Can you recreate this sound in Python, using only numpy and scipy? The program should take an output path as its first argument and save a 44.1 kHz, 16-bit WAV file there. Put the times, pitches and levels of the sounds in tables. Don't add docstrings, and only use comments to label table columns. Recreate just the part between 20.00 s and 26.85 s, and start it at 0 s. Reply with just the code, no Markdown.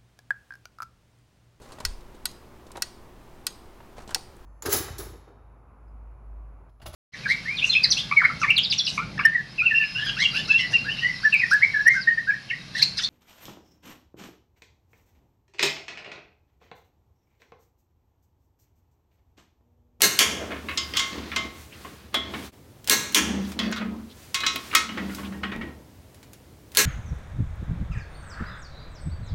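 import sys
import numpy as np
from scipy import signal
from scipy.fft import rfft, irfft, next_fast_len
from scipy.io import wavfile
from scipy.ndimage import uniform_filter1d

SR = 44100
rng = np.random.default_rng(int(sys.argv[2]) if len(sys.argv) > 2 else 0)


def pcm_store(signal):
    levels = np.round(np.clip(np.atleast_2d(signal), -1, 1) * 32767)
    wavfile.write(sys.argv[1], SR, levels.astype(np.int16).T)


N = 302217

# t/s, stroke (0 breaks over, 1 springs back), level/dB, lead-in ticks/dB, swell/dB
SNAPS = [(0.019, 0, -20.5, -28, -2), (0.1899, 1, -19, -53, -2), (2.897, 0, -22.5, -28.5, -3.5),
         (3.146, 1, -20.5, -41, -1), (6.7716, 0, -21.5, -32.5, -2.5)]
# t/s, length/s, effort/dB, steel scrape/dB
MOVES = [(0.196, 0.49, -38, -54), (0.75, 0.34, -47, -46.5), (1.103, 0.35, -39, -46.5),
         (1.72, 0.3, -54, -55), (2.124, 0.32, -42, -48), (3.144, 0.27, -34, -49), (3.546, 0.43, -43, -59),
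         (4.39, 0.65, -47, -49), (4.936, 0.74, -41, -60)]
# f/Hz, on its rim/dB, tilted/dB, seating home/dB
SOCKET_MODES = [(660, -52, -60, -58), (1087, -42, -38, -41), (1295, -50, -41, -35), (1502, -58, -53, -42),
                (1868, -52, -45, -34), (2094, -40, -40, -38), (2144, -48, -47, -39), (2196, -58, -44, -37),
                (2523, -54, -41, -38), (2775, -53, -49, -48), (2958, -51, -49, -51), (3105, -45, -58, -57),
                (3266, -51, -45, -42), (3374, -45, -43, -41), (3435, -44, -56, -56), (3706, -47, -53, -44),
                (3806, -48, -42, -40), (4000, -59, -42, -53), (5150, -50, -55, -49), (5780, -55, -48, -41),
                (6560, -51, -56, -48)]
# f/Hz, width/Hz, level/dB
TRAY_MODES = [(196.4, 10, 5), (223.5, 6.3, 6), (263.6, 10, 2.5), (312, 9.1, 1)]
# f/Hz, t60/s
DECAY = [(200, 1), (530, 0.59), (1400, 0.63), (3700, 0.48), (7000, 0.44), (14000, 0.27)]
# low/Hz, high/Hz
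BANDS = [(250, 900), (900, 2400), (2400, 4800), (4800, 9000), (9000, 16000)]

AGE_S = np.arange(SR) / SR
DIP_S = 2.511


def amp(db):
    return 10 ** (np.asarray(db) / 20)


def unit(x):
    return x / np.sqrt(np.mean(x ** 2) + 1e-20)


def along(points, hz):
    f, v = np.transpose(points)
    return np.interp(np.log(hz + 1), np.log(f + 1), v)


def wobble(rate_hz, size):
    at = np.arange(size) * rate_hz / SR
    knots = rng.standard_normal(int(at[-1]) + 2)
    return np.interp(at, np.arange(len(knots)), knots)


def noise(gain, size):
    m = next_fast_len(size)
    shaped = rfft(rng.standard_normal(m)) * gain(np.fft.rfftfreq(m, 1 / SR))
    return unit(irfft(shaped, m)[:size])


def rush(spectrum, size):
    return noise(lambda hz: amp(along(spectrum, hz)), size)


def fade(t60_s):
    return amp(-60 * AGE_S / t60_s)


def hump(middle_s, length_s):
    return np.exp(-(2 * (np.arange(N) / SR - middle_s) / length_s) ** 2)


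def move(start_s, length_s, settle_db_per_s=95, sag_db_per_s=-1, attack_s=0.026):
    t = np.arange(N) / SR
    age_s = np.maximum(t - start_s, 0)
    fall_db = sag_db_per_s * age_s + settle_db_per_s * np.maximum(age_s - length_s, 0)
    return np.minimum(age_s / attack_s, 1) * amp(-fall_db) * ((t < DIP_S) == (start_s < DIP_S))


def add(track, s, sound):
    part = track[max(round(s * SR), 0):][:len(sound)]
    part += sound[:len(part)]


def favour(hz, ring_hz, lift_db, octaves):
    return lift_db * np.exp(-(np.log2((hz + 1) / ring_hz) / octaves) ** 2)


def tilt(hz, centre_hz, usual_hz, slope_db):
    return slope_db * np.log2(centre_hz / usual_hz) * np.log2((hz + 100) / usual_hz)


def wash(colour, stretch, ripple_db=3.3, step_hz=120):
    ripple = lambda f: ripple_db * wobble(SR / step_hz, len(f)) * f / (f + 4 * step_hz)
    steady = noise(lambda f: amp(colour(f) + ripple(f)), SR)
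    hz, t, frames = signal.stft(steady, SR, nperseg=256)
    t60_s = stretch * along(DECAY, hz)[:, None]
    return signal.istft(frames * amp(-60 * t / t60_s), SR, nperseg=256)[1][:SR]


def ring(modes, stretch, scatter_db, blur, damping=0.0195):
    hz, db = np.transpose(modes)
    gains = amp(db + scatter_db * rng.standard_normal(len(hz)))
    gains /= np.sqrt(np.sum(gains ** 2) / 2)
    t60s = stretch * along(DECAY, hz) * (hz / 2500) ** -damping
    out = np.zeros(SR)
    for f, gain, t60_s in zip(hz, gains, t60s):
        phase = 2 * np.pi * (f * AGE_S + rng.random())
        drift = blur * np.sqrt(f / 2500) * wobble(60.4, SR)
        out += gain * fade(t60_s) * np.sin(phase + drift)
    return out


def voiced(blow, band_db, thump_hz=121, cut_db=26):
    head = blow[:round(.03 * SR)]
    power = 2 * abs(rfft(head) / len(head)) ** 2
    hz = np.fft.rfftfreq(len(head), 1 / SR)
    lift = []
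    for (lo, hi), db in zip(BANDS, band_db):
        lift_db = db - 10 * np.log10(power[(hz >= lo) & (hz < hi)].sum())
        lift += [(lo * 1.2, lift_db), (hi / 1.25, lift_db)]
    lift = [(thump_hz / 4, lift[0][1] - cut_db), (thump_hz, lift[0][1])] + lift
    cepstrum = irfft(np.log(amp(along(lift, np.fft.rfftfreq(SR, 1 / SR)))))
    cepstrum[1:SR // 2] *= 2
    cepstrum[SR // 2:] = 0
    return irfft(rfft(blow) * np.exp(rfft(cepstrum)))


def room():
    # middle/s, length/s, level/dB
    rustles = [(0.916, 1, -51), (1.605, .1, -51.5), (1.862, 0.27, -51), (2.416, 0.17, -47.5),
               (3.486, .14, -52), (4.275, 0.36, -53.5), (4.671, 0.27, -46), (5.15, 0.38, -49)]
    # f/Hz, level/dB
    air = [(25, -28), (68, -11), (100, -9), (170, -18), (330, -20), (1500, -36.5), (10000, -45)]
    hiss = [(1500, 2.5), (4000, 0), (7000, -1), (10000, -4), (16000, -6.5)]
    rustle = sum(amp(db) * hump(s, length_s) for s, length_s, db in rustles)
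    folds = amp(2.2 * wobble(24, N))
    return amp(-50.5) * rush(air, N) + (amp(-67.5) + rustle * folds) * rush(hiss, N)


def ticks():
    # t/s, level/dB, centre/Hz
    lone = [(3.519, -42, 4740), (3.714, -42, 4650), (5.148, -39.5, 6730), (5.563, -35, 2140),
            (6.145, -54, 6330), (6.229, -51.5, 4960), (6.333, -48, 6930)]
    # ahead/s, level/dB, centre/Hz
    steps = [(.053, -19, 6500), (.030, -20, 3600), (.0222, -1, 6600), (.0125, -6, 4300)]
    spectrum = [(400, -15.5), (2000, -7.5), (6000, -13.0), (15000, -20.5)]  # f/Hz, level/dB
    lead_ins = [(s - ahead_s, lead_db + db, hz) for s, _, _, lead_db, _ in SNAPS
                for ahead_s, db, hz in steps if s > ahead_s]
    out = np.zeros(N)
    for s, db, centre_hz in lone + lead_ins:
        colour = lambda hz: along(spectrum, hz) + tilt(hz, centre_hz, usual_hz=5000, slope_db=8.0)
        tick = noise(lambda hz: amp(colour(hz)), SR) * fade(.015)
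        add(out, s, amp(db) * (amp(7.5) * tick + amp(2.0) * wash(colour, stretch=0.26)))
    return out


def snaps():
    # f/Hz, breaking over/dB, springing back/dB
    tube_modes = [(420, -6, -12), (1066, -10, -10), (1324, -12, -13), (1663, 0, -10), (1873, -5, -11),
                  (2143, -4, -10), (2331, -24, -8), (2449, -11, -7), (2772, -5, -10), (2955, -10, -10),
                  (3305, -25, -14), (3801, -8, -17), (4258, -2, -19), (4500, -8, -15), (4592, -11, -11),
                  (5082, -10, -31), (5400, -24, -14), (5776, -7, -16), (6363, -8, -15), (6928, -18, -13),
                  (7330, -14, -17), (8301, -16, -26), (9749, -26, -18), (11251, -17, -23)]
    # f/Hz, level/dB
    crack_spectrum = [(300, -37), (1500, -3), (3200, 18.5), (15000, -4.5)]
    break_wash = [(90, -13), (190, -1.5), (450, -2), (780, -11), (1060, -7), (2200, -4), (3300, -8),
                  (4250, 1), (4900, -15.5), (6100, -7), (8500, -15.5), (10400, -28.5), (11500, -20.5),
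                  (16000, -26.5)]
    return_wash = [(110, -42), (200, -12), (330, -7), (740, -14.5), (1080, -9.5), (2000, -6), (2450, -10),
                   (3300, -2.5), (3950, -19), (6400, -10.5), (8700, -26), (9800, -22), (10500, -27),
                   (16000, -32.5)]
    # level/dB, t60/s
    cracks = [(11.7, 0.017), (10.6, 0.038)]
    tone_db = [(-10, -2.5, 0.55, 1, 0.5), (-15, -5, 0.7, -1.2, -6)]
    dip_s, dip_share = .012, .55
    swell_at_s, swell_width_s = 0.029, 0.023
    dip = 1 - (1 - dip_share) * np.exp(-(AGE_S / dip_s) ** 4)
    swell = np.exp(-((AGE_S - swell_at_s) / swell_width_s) ** 2)
    out = np.zeros(N)
    for s, stroke, db, _, swell_db in SNAPS:
        modes = [(hz, levels[stroke]) for hz, *levels in tube_modes]
        crack_db, crack_t60_s = cracks[stroke]
        crack = amp(crack_db) * rush(crack_spectrum, SR) * fade(crack_t60_s)
        body = wash(lambda hz: along([break_wash, return_wash][stroke], hz), stretch=1.365)
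        body += amp(-1.5) * ring(modes, stretch=1.0, scatter_db=1.5, blur=.5)
        body *= dip + amp(swell_db) * swell
        add(out, s, voiced(crack + body, db + np.array(tone_db[stroke])))
    return out


def resonant(modes):
    total = np.zeros(N)
    for f, width_hz, db in modes:
        band = noise(lambda hz: 1 / (1 + ((hz - f) / width_hz) ** 2) ** 2, N)
        power = abs(uniform_filter1d(band ** 2, size=2500))
        total += amp(db) * band / np.sqrt(power + 0.24)
    return unit(total)


def stand(judder):
    # f/Hz, width/Hz, level/dB
    sway_modes = [(64.7, 11, -17), (73.6, 7.4, 6)]
    lag_s, sway_db, tray_db, kick_db = 0.05, -7.5, -7.5, -54
    sway, tray = np.zeros((2, N))
    for s, length_s, effort_db, _ in MOVES:
        sway += amp(effort_db + sway_db) * move(s + lag_s, length_s, settle_db_per_s=58)
        tray += amp(effort_db + tray_db) * move(s, length_s)
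    for s, _, db, _, _ in SNAPS:
        add(tray, s, amp(db + kick_db) * fade(t60_s=0.22))
    return sway * resonant(sway_modes) + tray * judder * resonant(TRAY_MODES)


def handling(judder):
    # middle/s, length/s, level/dB
    scuffs = [(0.455, 0.25, -37.5), (3.664, 0.14, -38), (3.831, 0.06, -36.5)]
    # f/Hz, level/dB
    rub_spectrum = [(65, -35), (110, -13), (300, -5), (560, -16), (1100, -20.5), (2000, -100.5)]
    steel_spectrum = [(470, -33), (800, -10), (1080, 3), (4250, -1.5), (6510, -11.5), (11700, -59)]
    scuff_spectrum = [(120, -27), (300, 1.5), (660, 3), (830, -12), (1800, -7.5), (5000, -69)]
    rub, steel = np.zeros((2, N))
    for s, length_s, effort_db, scrape_db in MOVES:
        gain = move(s, length_s)
        rub += amp(effort_db - 2.5) * gain
        steel += amp(scrape_db) * gain
    scuff = sum(amp(db) * hump(s, length_s) for s, length_s, db in scuffs)
    grip, drag = amp(1.8 * wobble(40, N)), amp(1.8 * wobble(110, N))
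    return (rub * unit(rush(rub_spectrum, N) * grip * judder)
            + steel * unit(rush(steel_spectrum, N) * drag)
            + scuff * unit(rush(scuff_spectrum, N) * drag))


def grinds():
    # t/s, length/s, level/dB, treble edge/Hz, favoured f/Hz, growth/dB
    strokes = [(0.507, .06, -36.5, 2770, 2280, -5), (0.686, 0.06, -32.5, 2900, 2490, -16.5),
               (0.937, 0.036, -30, 4100, 3440, 8), (1.317, 0.022, -33, 2970, 1860, -9),
               (3.599, 0.18, -37.5, 4000, 1910, -28), (3.762, 0.027, -33, 3470, 1300, -3),
               (4.435, 0.027, -27, 3620, 2860, -10.5), (4.729, 0.0204, -28.5, 2600, 1330, 12.5)]
    # f/Hz, level/dB
    spectrum = [(150, -27), (500, -9.5), (800, -17), (1100, 4), (2600, -1.5), (16000, -2.5)]
    catches_per_s, edge_drop_db = 700, 30.5
    out = np.zeros(N)
    for s, length_s, db, edge_hz, ring_hz, growth_db in strokes:
        rolloff = lambda hz: edge_drop_db * (1 - 1 / (1 + (hz / (1.64 * edge_hz)) ** 6))
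        contact = lambda hz: favour(hz, ring_hz, lift_db=5, octaves=0.16)
        colour = lambda hz: along(spectrum, hz) - rolloff(hz) + contact(hz)
        sliding = AGE_S < length_s
        catches = (rng.random(SR) < catches_per_s / SR) * rng.standard_normal(SR) * sliding
        catches *= amp(growth_db * np.minimum(AGE_S / length_s, 1))
        catches[0] = 2
        response = wash(colour, stretch=0.69) * (1 + 3.1 * fade(0.043))
        sound = signal.fftconvolve(catches, response)[:SR]
        add(out, s, amp(db) * sound / np.std(sound[sliding]))
    return out


def clink_bands(db, hardness_db_per_oct, crack_db, ring_hz):
    tone_db = [-11.5, -1.1, 0.87, -4, -15.5]
    centres_hz = np.sqrt(np.prod(BANDS, axis=1))
    lean_db = np.append(hardness_db_per_oct * np.log2(centres_hz[:-1] / centres_hz[2]), crack_db)
    return db + np.array(tone_db) + lean_db + favour(centres_hz, ring_hz, lift_db=7.5, octaves=0.57)


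def clinks():
    # t/s, seat (0 rim, 1 tilted, 2 home), level/dB, hardness/(dB/octave),
    # crack/dB, favoured f/Hz, its lift/dB, after-ring/dB, ring length factor
    contacts = [(0.774, 0, -31, 3.5, -7, 4970, 13, -3.5, 1.34),
                (0.9691, 0, -30.5, 5.5, 3.5, 3920, -14.5, 5, 1.2),
                (0.994, 0, -29, 3, -4, 1120, 0.5, -1, 1.77), (1.361, 0, -30, -0.5, -5, 2130, 4, -2, 1.3),
                (2.1427, 0, -32, -3.5, 4, 3280, 13.5, 0, 1.37),
                (3.59, 0, -36.5, 0.5, -2.5, 3170, 7, -17, 1.1),
                (3.724, 2, -38.5, 1.5, -22, 1500, 10, -6, 0.92),
                (4.3437, 1, -29, 3.5, 3, 2130, 4.5, -13, 1.8), (4.404, 1, -40.5, 0.5, 0, 3950, 10, -3, 1.1),
                (4.464, 1, -26.5, 3.5, -6.5, 2260, 4, 5.5, 1.15),
                (4.5582, 1, -39.5, -3, 12.5, 2900, -4, -13.5, 0.65),
                (4.7501, 2, -21, 3.5, 9.5, 1750, 3, 8, 0.8)]
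    # f/Hz, level/dB
    socket_wash = [(150, -33), (250, -1), (780, -15.5), (1100, -0.5), (1900, -6.5), (2150, -2.5),
                   (2670, -12.5), (3340, -4), (16000, -33)]
    chatter_spectrum = [(300, -7.5), (1500, 9.0), (4000, 7.0), (15000, -12.0)]  # f/Hz, level/dB
    attack = 1 - np.exp(-AGE_S / 0.0004)
    out = np.zeros(N)
    for s, seat, db, hardness, crack_db, ring_hz, lift_db, after_db, life in contacts:
        contact = lambda hz: favour(hz, ring_hz, lift_db, octaves=0.076)
        spike = amp(6) * rng.standard_normal(SR) * fade(0.03)
        chatter = amp(7.5) * rush(chatter_spectrum, SR) * fade(0.078 * life)
        modes = [(hz, levels[seat] + contact(hz)) for hz, *levels in SOCKET_MODES]
        body = amp(-9) * wash(lambda hz: along(socket_wash, hz) + contact(hz), stretch=life)
        body += ring(modes, stretch=0.55 * life, scatter_db=2.5, blur=.25, damping=0.38)
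        grip = amp(after_db) + 1.3 * fade(0.9 * life)
        blow = (spike + chatter + grip * body) * attack
        add(out, s, voiced(blow, clink_bands(db, hardness, crack_db, ring_hz)))
    return out


def scrapes():
    # middle/s, length/s, level/dB, centre/Hz
    shifts = [(1.735, 0.043, -48, 2400), (3.454, 0.043, -49, 4000), (4.007, 0.033, -49.5, 1250),
              (4.114, 0.033, -52, 3600), (4.718, 0.018, -43, 2400), (5.26, .035, -44, 3000)]
    rasp = lambda centre_hz: noise(lambda hz: amp(favour(hz, centre_hz, lift_db=31.5, octaves=0.85)), N)
    grain = unit(amp(3 * wobble(200, N)))
    return grain * sum(amp(db) * hump(s, length_s) * rasp(hz) for s, length_s, db, hz in shifts)


def knocks():
    # t/s, level/dB, centre/Hz, favoured f/Hz
    slips = [(1.847, -42, 1280, 1060), (2.337, -36, 1910, 2260), (3.811, -37.5, 1780, 1270),
             (4.89, -36.5, 2080, 2910), (4.973, -33, 2220, 1950), (5.094, -44, 1720, 1420),
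             (5.182, -41, 1500, 1116), (5.233, -44, 1630, 1087), (5.322, -44.5, 1590, 1860),
             (5.432, -31.5, 2030, 1910), (5.517, -34.5, 1840, 1910), (5.611, -37.5, 1650, 1880)]
    # f/Hz, level/dB
    stand_wash = [(60, -17), (250, -5), (790, -11.5), (1490, -5), (3150, -10.5), (4300, -23.5),
                  (15600, -54)]
    envelope = (1 + 1.1 * fade(.09)) * (1 - np.exp(-AGE_S / .0014))
    out = np.zeros(N)
    for s, db, centre_hz, ring_hz in slips:
        colour = lambda hz: (along(stand_wash, hz) + tilt(hz, centre_hz, usual_hz=1900, slope_db=4.5)
                             + favour(hz, ring_hz, lift_db=12, octaves=0.045))
        modes = [(hz, tilted_db + colour(hz)) for hz, _, tilted_db, _ in SOCKET_MODES]
        body = wash(colour, stretch=0.66)
        body += amp(-8.5) * ring(modes, stretch=0.62, scatter_db=4.0, blur=0.8)
        add(out, s, amp(db) * body * envelope)
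    return out


def lurches():
    # middle/s, length/s, level/dB, favoured f/Hz
    shudders = [(3.208, 0.091, -28.5, 303), (3.31, 0.092, -29.5, 222), (3.4, 0.2, -28.5, 196),
                (3.67, 0.19, -28, 214), (3.847, 0.15, -31, 209), (3.958, 0.24, -36.5, 224),
                (4.997, 0.3, -37, 217), (5.069, 0.16, -31.5, 209), (5.311, 0.23, -34.5, 200),
                (5.489, 0.12, -33.5, 207), (5.597, 0.18, -38.5, 217)]
    out = np.zeros(N)
    for s, length_s, db, ring_hz in shudders:
        groan = np.zeros(SR)
        for hz, _, mode_db in TRAY_MODES:
            gain = amp(mode_db + favour(hz, ring_hz, lift_db=11.5, octaves=0.17))
            groan += gain * np.sin(2 * np.pi * (hz * AGE_S + rng.random()) + 0.5 * wobble(44.03, SR))
        add(out, s - .5, amp(db) * unit(groan) * hump(0.501, length_s)[:SR])
    return out


def scene():
    judder = unit(amp(2.5 * wobble(20, N)))
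    contacts = snaps() + clinks() + knocks() + grinds() + scrapes() + ticks()
    return (contacts + stand(judder) + lurches() + handling(judder) + room())[None]


def record(dry):
    low_cut_hz, top_hz = 32, 16000
    dip = np.interp(np.arange(N) / SR - DIP_S, [-.03, 0, .007, .024], [1, .1, .1, 1])
    dipped = dry * dip
    rounded = dipped / (1 + np.abs(dipped) ** 6) ** (1 / 6)
    m = next_fast_len(N + SR // 2)
    hz = np.fft.rfftfreq(m, 1 / SR)
    passband = (hz < top_hz) * hz ** 4 / (hz ** 4 + low_cut_hz ** 4)
    return irfft(rfft(rounded, m) * passband, m)[..., :N]


dry = scene()
out = record(dry)
pcm_store(out)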